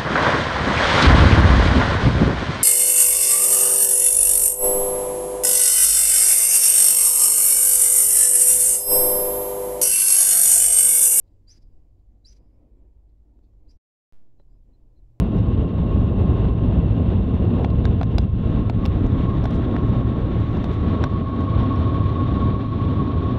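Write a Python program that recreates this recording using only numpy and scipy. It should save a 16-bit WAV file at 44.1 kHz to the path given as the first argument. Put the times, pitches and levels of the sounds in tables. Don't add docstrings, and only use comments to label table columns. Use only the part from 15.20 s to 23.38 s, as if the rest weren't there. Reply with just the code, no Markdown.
import sys
import numpy as np
from scipy import signal
from scipy.fft import rfft, irfft
from scipy.io import wavfile
from scipy.ndimage import uniform_filter1d

SR = 44100
rng = np.random.default_rng(int(sys.argv[2]) if len(sys.argv) > 2 else 0)


def to_wav(s):
    ch = np.atleast_2d(s).T
    pcm = np.round(np.clip(ch, -1, 1) * 32767)
    wavfile.write(sys.argv[1], SR, pcm.astype(np.int16))


N = 360738
TIME = np.arange(N) / SR
FREQ = np.maximum(np.arange(N // 2 + 1) * SR / N, 1)

# time_s, place (0 at the window, 1 over the seats, 2 in the aisle)
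MIC_PLACE = [(0, 0), (3.1, 0), (3.9, 1), (5.4, 1), (6.1, 2), (8.18, 2)]
PLACE_LEVELS = [-18, -18.5, -19]
# pitch_hz, window_db, seats_db, aisle_db
RUMBLE_COLOUR = [(15, -21, -14.5, -21.5), (33.8, -9.5, -10.5, -16.5), (56, 1.5, -1, -8), (91, -1.5, -2, 1),
                 (114.6, -1.5, -0.5, -4.5), (151, -10, -8.5, -7.5), (166, -3.5, -5.5, -10.5),
                 (226, -8.5, -9, -10.5), (257, -9.5, -7, -9), (332, -15, -13.5, -16.5),
                 (455, -19.5, -20, -22.5), (838, -32.5, -32, -33)]
# pitch_hz, window_db, seats_db, aisle_db
AIR_COLOUR = [(945, -33, -31.5, -32), (1380, -41.5, -36.5, -40), (1430, -43, -39.5, -39.5),
              (1940, -48, -42, -45), (2430, -50.5, -51.5, -53), (3130, -49.5, -46.5, -46.5),
              (3690, -49, -44.5, -44.5), (3985, -55.5, -51, -50.5), (5220, -74.5, -71, -69.5),
              (5440, -70, -64.5, -63.5), (6940, -79.5, -75.5, -79), (13400, -101, -99.5, -102)]
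# pitch_hz, width_hz, window_db, seats_db, aisle_db
PANEL_RESONANCES = [(660, 48, 2, 2.5, 4.5), (1360, 36, -0.5, 1, 6.5), (2380, 320, -1.5, 5, 7.5),
                    (2746, 280, 8, 3.5, 2)]
# middle_s, length_s, boom_change_db, roar_change_db, hiss_change_db
RUSH_SWELLS = [(1.118, .27, .5, 3, 3), (1.906, 0.18, 3, 1, 2), (2.382, .12, -2, 5, 3.5),
               (2.692, 0.22, 2.5, -0.5, 1.5), (2.862, .08, -0.5, -7.5, -2.5), (3.128, 0.18, 0.5, -11, -5.5),
               (3.33, 0.27, 2, -1, 0), (3.524, 0.2, -2.5, -5.5, -4.5), (3.851, 0.053, 7, 4, -0.5),
               (4.15, 0.21, 0.5, 0, -1), (4.52, .2, -2, 2.5, -0.5), (4.85, 0.084, -1.5, -2, -2.5),
               (5.266, 0.1, -1.5, -4.5, 0.5), (5.763, 0.38, 2.5, 4, 3.5), (5.964, 0.41, -2.5, -4, -3.5),
               (6.207, 0.14, -3.5, 4, 2), (6.401, .08, 2.5, 6.5, 4.5), (7.147, .3, 2, 0, 0),
               (7.485, 0.068, -1.5, -8.5, -4.5), (7.776, .2, 1.5, 1.5, 0), (7.993, 0.44, -2, 0, -1.5)]
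# time_s, pitch_hz
WHINE_PITCHES = [(0, 1067), (2.4, 1062), (3.1, 1064), (3.45, 1077), (4.1, 1082), (4.7, 1078), (5.65, 1092),
                 (6.5, 1084), (8.18, 1093)]
# time_s, clean_line_db, rough_band_db
WHINE_LEVELS = [(0, -51, -54), (.75, -50, -45), (1, -49, -49.5), (1.25, -45.5, -49), (1.75, -53.5, -58),
                (2.35, -49.5, -50), (2.85, -50.5, -59.5), (3.12, -56, -61), (3.44, -43.5, -49.5),
                (3.53, -64, -60), (3.64, -51, -36.5), (3.8, -54, -56), (4.07, -39.5, -40.5),
                (4.35, -48.5, -47), (4.6, -44, -43.5), (5.2, -51.5, -44.5), (5.6, -45.5, -43.5),
                (5.85, -39.5, -37.5), (6, -43, -38.5), (6.45, -36, -36.5), (7.33, -39.5, -36),
                (7.5, -41, -41), (7.7, -40, -36), (8.18, -38.5, -39.5)]
# offset_from_pitch_hz, relative_level_db
ROUGH_BAND = [(-29.5, -40), (-15, -13.5), (2.5, -5.5), (13.5, -1), (26, 0), (47, -8.5), (67.5, -21.5),
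              (121, -17), (220, -43.5)]
# pitch_hz, level_db
LOW_HUMS = [(32, -45.5), (110, -31.5)]
# middle_s, length_s, level_db
FINGER_RUBS = [(.172, .02, -69), (2.425, .05, -70.5), (2.59, .015, -67), (2.71, .04, -72),
               (3.005, .05, -67), (3.315, .015, -69), (3.66, .05, -66), (3.994, 0.54, -76.5),
               (4.255, 0.029, -69), (4.352, .04, -60), (4.677, .06, -68), (5.2, .02, -65),
               (5.33, 0.11, -71), (5.552, .47, -76), (5.447, 0.026, -62), (5.538, 0.033, -64),
               (6.21, .025, -69)]
# pitch_hz, relative_level_db
SCUFF_COLOUR = [(1000, -9.5), (3500, 2), (5500, 2.5), (7300, -3), (8700, -13), (11300, -11), (14500, -22.5)]
# start_s, knock_db, clack_db, snap_db, crack_db, spot_ring_hz, spot_ring_db
CASE_TICKS = [(.1851, -52, -54, -62, -69, 5500, -70), (2.4425, -42, -51, -54, -66, 3500, -59),
              (2.4462, -31.5, -35.5, -44, -55, 2350, -45), (2.5025, -47, -54, -58, -65, 4000, -62),
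              (2.6535, -39, -39, -40.5, -48, 1600, -35.5), (2.813, -29.5, -37, -44, -59, 1400, -40),
              (2.8311, -35, -40, -44, -54.5, 1750, -48), (2.9832, -29.5, -37, -34.5, -41, 4950, -41),
              (3.4973, -34, -37.5, -43, -50, 3750, -47), (3.654, -37.5, -49, -37, -55, 5400, -49),
              (3.6594, -49, -37, -47, -46, 2750, -41), (3.8655, -51, -52, -61, -65, 6500, -68),
              (4.241, -34, -49, -56, -58, 5600, -57), (4.2552, -30, -38, -49, -53.5, 3550, -53),
              (4.305, -50, -56, -64, -66, 9500, -74), (4.3092, -52, -57, -63, -63, 9500, -75),
              (4.5642, -37.5, -37, -51, -62, 1800, -41), (5.3708, -52, -51, -58, -66, 4900, -62),
              (5.4424, -38, -43, -47, -55, 3600, -52), (5.8394, -33.5, -25, -37.5, -45.5, 5750, -50),
              (6.2065, -45, -54, -62, -67, 6500, -71), (6.5588, -50, -46.5, -62, -64, 5500, -68)]
# pitch_hz, level_db, time_to_fall_60_db_s
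CASE_RINGS = [(690, 18.5, 0.016), (900, -3, 0.044), (1170, -5.5, 0.015), (1510, -2, 0.018),
              (2150, 5, 0.0064), (2780, -3.5, 0.017), (3500, 3.5, 0.011), (4050, -2.5, 0.02),
              (4640, -3.5, 0.009), (5500, -2.5, 0.0076), (5830, -6, 0.007), (7340, -5, 0.0088)]
# lower_edge_hz, upper_edge_hz
TICK_REGISTERS = [(550, 710), (1000, 2300), (2300, 4100), (4200, 5500), (6500, 10000)]
# middle_s, length_s,
# pitch_hz, level_db
THIN_WHISTLES = [(3.47, .35, 1324, -58), (4.8, .9, 1328, -58), (5.7, .3, 1332, -51.5),
                 (7.0, 1.2, 3596, -70), (7.46, .2, 4102, -64)]

BOOM_TOP_HZ, ROAR_TOP_HZ = 219, 1200
TOP_HZ = 15700


def undb(db):
    return 10 ** (np.asarray(db) / 20)


def unit(x):
    return x / np.sqrt(np.mean(x ** 2))


def curves(table):
    times, *columns = np.transpose(table)
    return [np.interp(TIME, times, column) for column in columns]


def shaped_noise(gain):
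    return irfft(rfft(rng.standard_normal(N)) * gain, N)


def walk(rate):
    return unit(shaped_noise(np.exp(-(FREQ / rate) ** 2)))


def colour(points):
    hz, db = np.transpose(points)
    return undb(np.interp(np.log(FREQ), np.log(hz), db))


def hump(middle, length):
    return np.exp(-(2 * (TIME - middle) / length) ** 2)


def steady(x):
    return x / np.sqrt(uniform_filter1d(x ** 2, size=SR // 4))


def cabin_noise(index):
    gain = colour([(row[0], row[1 + index]) for row in RUMBLE_COLOUR + AIR_COLOUR])
    for hz, width, *db in PANEL_RESONANCES:
        resonance_db = db[index] / (1 + (2 * (FREQ - hz) / width) ** 2)
        gain = gain * undb(resonance_db)
    return unit(shaped_noise(gain))


def swells():
    return sum(np.outer(db, hump(middle, length)) for middle, length, *db in RUSH_SWELLS)


def rush(buffet_db=0.88, flicker_db=1.2, surge_db=0.18):
    place, = curves(MIC_PLACE)
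    air = 0
    for index in range(3):
        share = np.clip(1 - abs(place - index), 0, 1)
        air = air + np.sqrt(share) * undb(PLACE_LEVELS[index]) * cabin_noise(index)
    spectrum = rfft(air)

    below_roar = 1 / (1 + (FREQ / BOOM_TOP_HZ) ** 4)
    below_hiss = 1 / (1 + (FREQ / ROAR_TOP_HZ) ** 4)
    boom_roar_hiss = below_roar, below_hiss - below_roar, 1 - below_hiss
    shared_eddies_db = buffet_db * walk(16) + surge_db * walk(2.3)
    out = 0
    for register, swell_db in zip(boom_roar_hiss, swells()):
        change_db = swell_db + shared_eddies_db + flicker_db * walk(35)
        out = out + irfft(spectrum * register, N) * undb(change_db)
    return out


def whine(wander_hz=2.5, flutter_db=4.0):
    line_db, band_db = curves(WHINE_LEVELS)
    pitch_hz, = curves(WHINE_PITCHES)
    carrier = np.exp(2j * np.pi * np.cumsum(pitch_hz + wander_hz * walk(14.1)) / SR)
    line = steady(carrier.imag * undb(flutter_db * walk(25)))

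    offset_hz, offset_db = np.transpose(ROUGH_BAND)
    gain = np.interp(np.fft.fftfreq(N, 1 / SR), offset_hz, undb(offset_db), left=0, right=0)
    roughness = np.fft.ifft(np.fft.fft(rng.standard_normal(N)) * gain)
    band = steady(np.real(carrier * roughness))
    return undb(line_db) * line + undb(band_db) * band


def hum(wander_hz=1.3, flutter_db=3):
    out = 0
    for hz, level_db in LOW_HUMS:
        phase = 2 * np.pi * np.cumsum(hz + wander_hz * walk(6.2)) / SR
        out = out + undb(level_db) * unit(np.sin(phase) * undb(flutter_db * walk(3.2)))
    return out


def rubs(grains_per_s=700, grain_spread_db=3.5, smooth_db=-8):
    slips = rng.random(N) < grains_per_s / SR
    sizes_db = grain_spread_db * np.clip(rng.standard_normal(N), -2, 2)
    grains = slips * rng.choice([-1, 1], N) * undb(sizes_db)
    friction = unit(grains) + undb(smooth_db) * rng.standard_normal(N)
    slides = sum(undb(db) * hump(middle, length) for middle, length, db in FINGER_RUBS)
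    return slides * unit(irfft(rfft(friction) * colour(SCUFF_COLOUR), N))


def ticks(bare_db=7.5, fizz_db=-14.5, slip_s=0.0017, contact_s=0.0002, detune_share=0.033, spot_t60_s=0.02):
    out = np.zeros(N + SR)
    t = TIME[:SR // 12]
    lead = SR // 100
    size = len(t) + lead
    hz, db, t60 = np.transpose(CASE_RINGS)[:, :, None]
    bins = np.maximum(np.fft.rfftfreq(size, 1 / SR), 1)
    passband = 1 / (1 + (480 / bins) ** 4) / (1 + (bins / 9000) ** 3)
    contact = 1 - np.exp(-t / contact_s)
    register_middles = np.log(TICK_REGISTERS).mean(axis=1)

    for start_s, *levels, spot_hz, spot_db in CASE_TICKS:
        detune, strength, phase = rng.standard_normal((3, len(CASE_RINGS), 1))
        tones = np.sin(2 * np.pi * (hz * (1 + detune_share * detune) * t + phase))
        ring = np.sum(undb(db + 2 * strength) * tones * 1000 ** (-t / t60), axis=0)
        crack = undb(bare_db) * rng.standard_normal(len(t)) * np.exp(-t / slip_s)
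        blow = rfft(np.pad((ring + crack) * contact, (lead, 0))) * passband

        own_db = []
        for low, high in TICK_REGISTERS:
            energy = np.sum(abs(blow[(bins > low) & (bins < high)]) ** 2)
            own_db.append(10 * np.log10(2 * energy / (size * lead)))
        wanted_db = np.array(levels + [levels[-1] + fizz_db])
        grip_db = np.interp(np.log(bins), register_middles, wanted_db - own_db)

        spot = np.sin(2 * np.pi * spot_hz * t) * contact * 1000 ** (-t / spot_t60_s)
        spot = np.pad(spot, (lead, 0))
        spot = undb(spot_db) * spot / np.sqrt(np.sum(spot ** 2) / lead)
        start = int(start_s * SR) - lead
        out[start:start + size] += irfft(blow * undb(grip_db), size) + spot
    return out[:N]


def whistles():
    cycles = np.cumsum(1 + .001 * walk(15)) / SR
    flutter = unit(undb(2 * walk(12)))
    out = 0
    for middle, length, hz, level_db in THIN_WHISTLES:
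        tone = unit(np.sin(2 * np.pi * hz * cycles))
        out = out + undb(level_db) * hump(middle, length) * tone
    return flutter * out


def scene():
    return (rush() + whine() + hum() + rubs() + ticks() + whistles())[None]


def record(dry):
    rounded = dry / (1 + (dry / .47) ** 8) ** (1 / 8)
    low_pass = signal.ellip(8, .2, 70, TOP_HZ, fs=SR, output="sos")
    return signal.sosfilt(low_pass, rounded)


dry = scene()
out = record(dry)
to_wav(out)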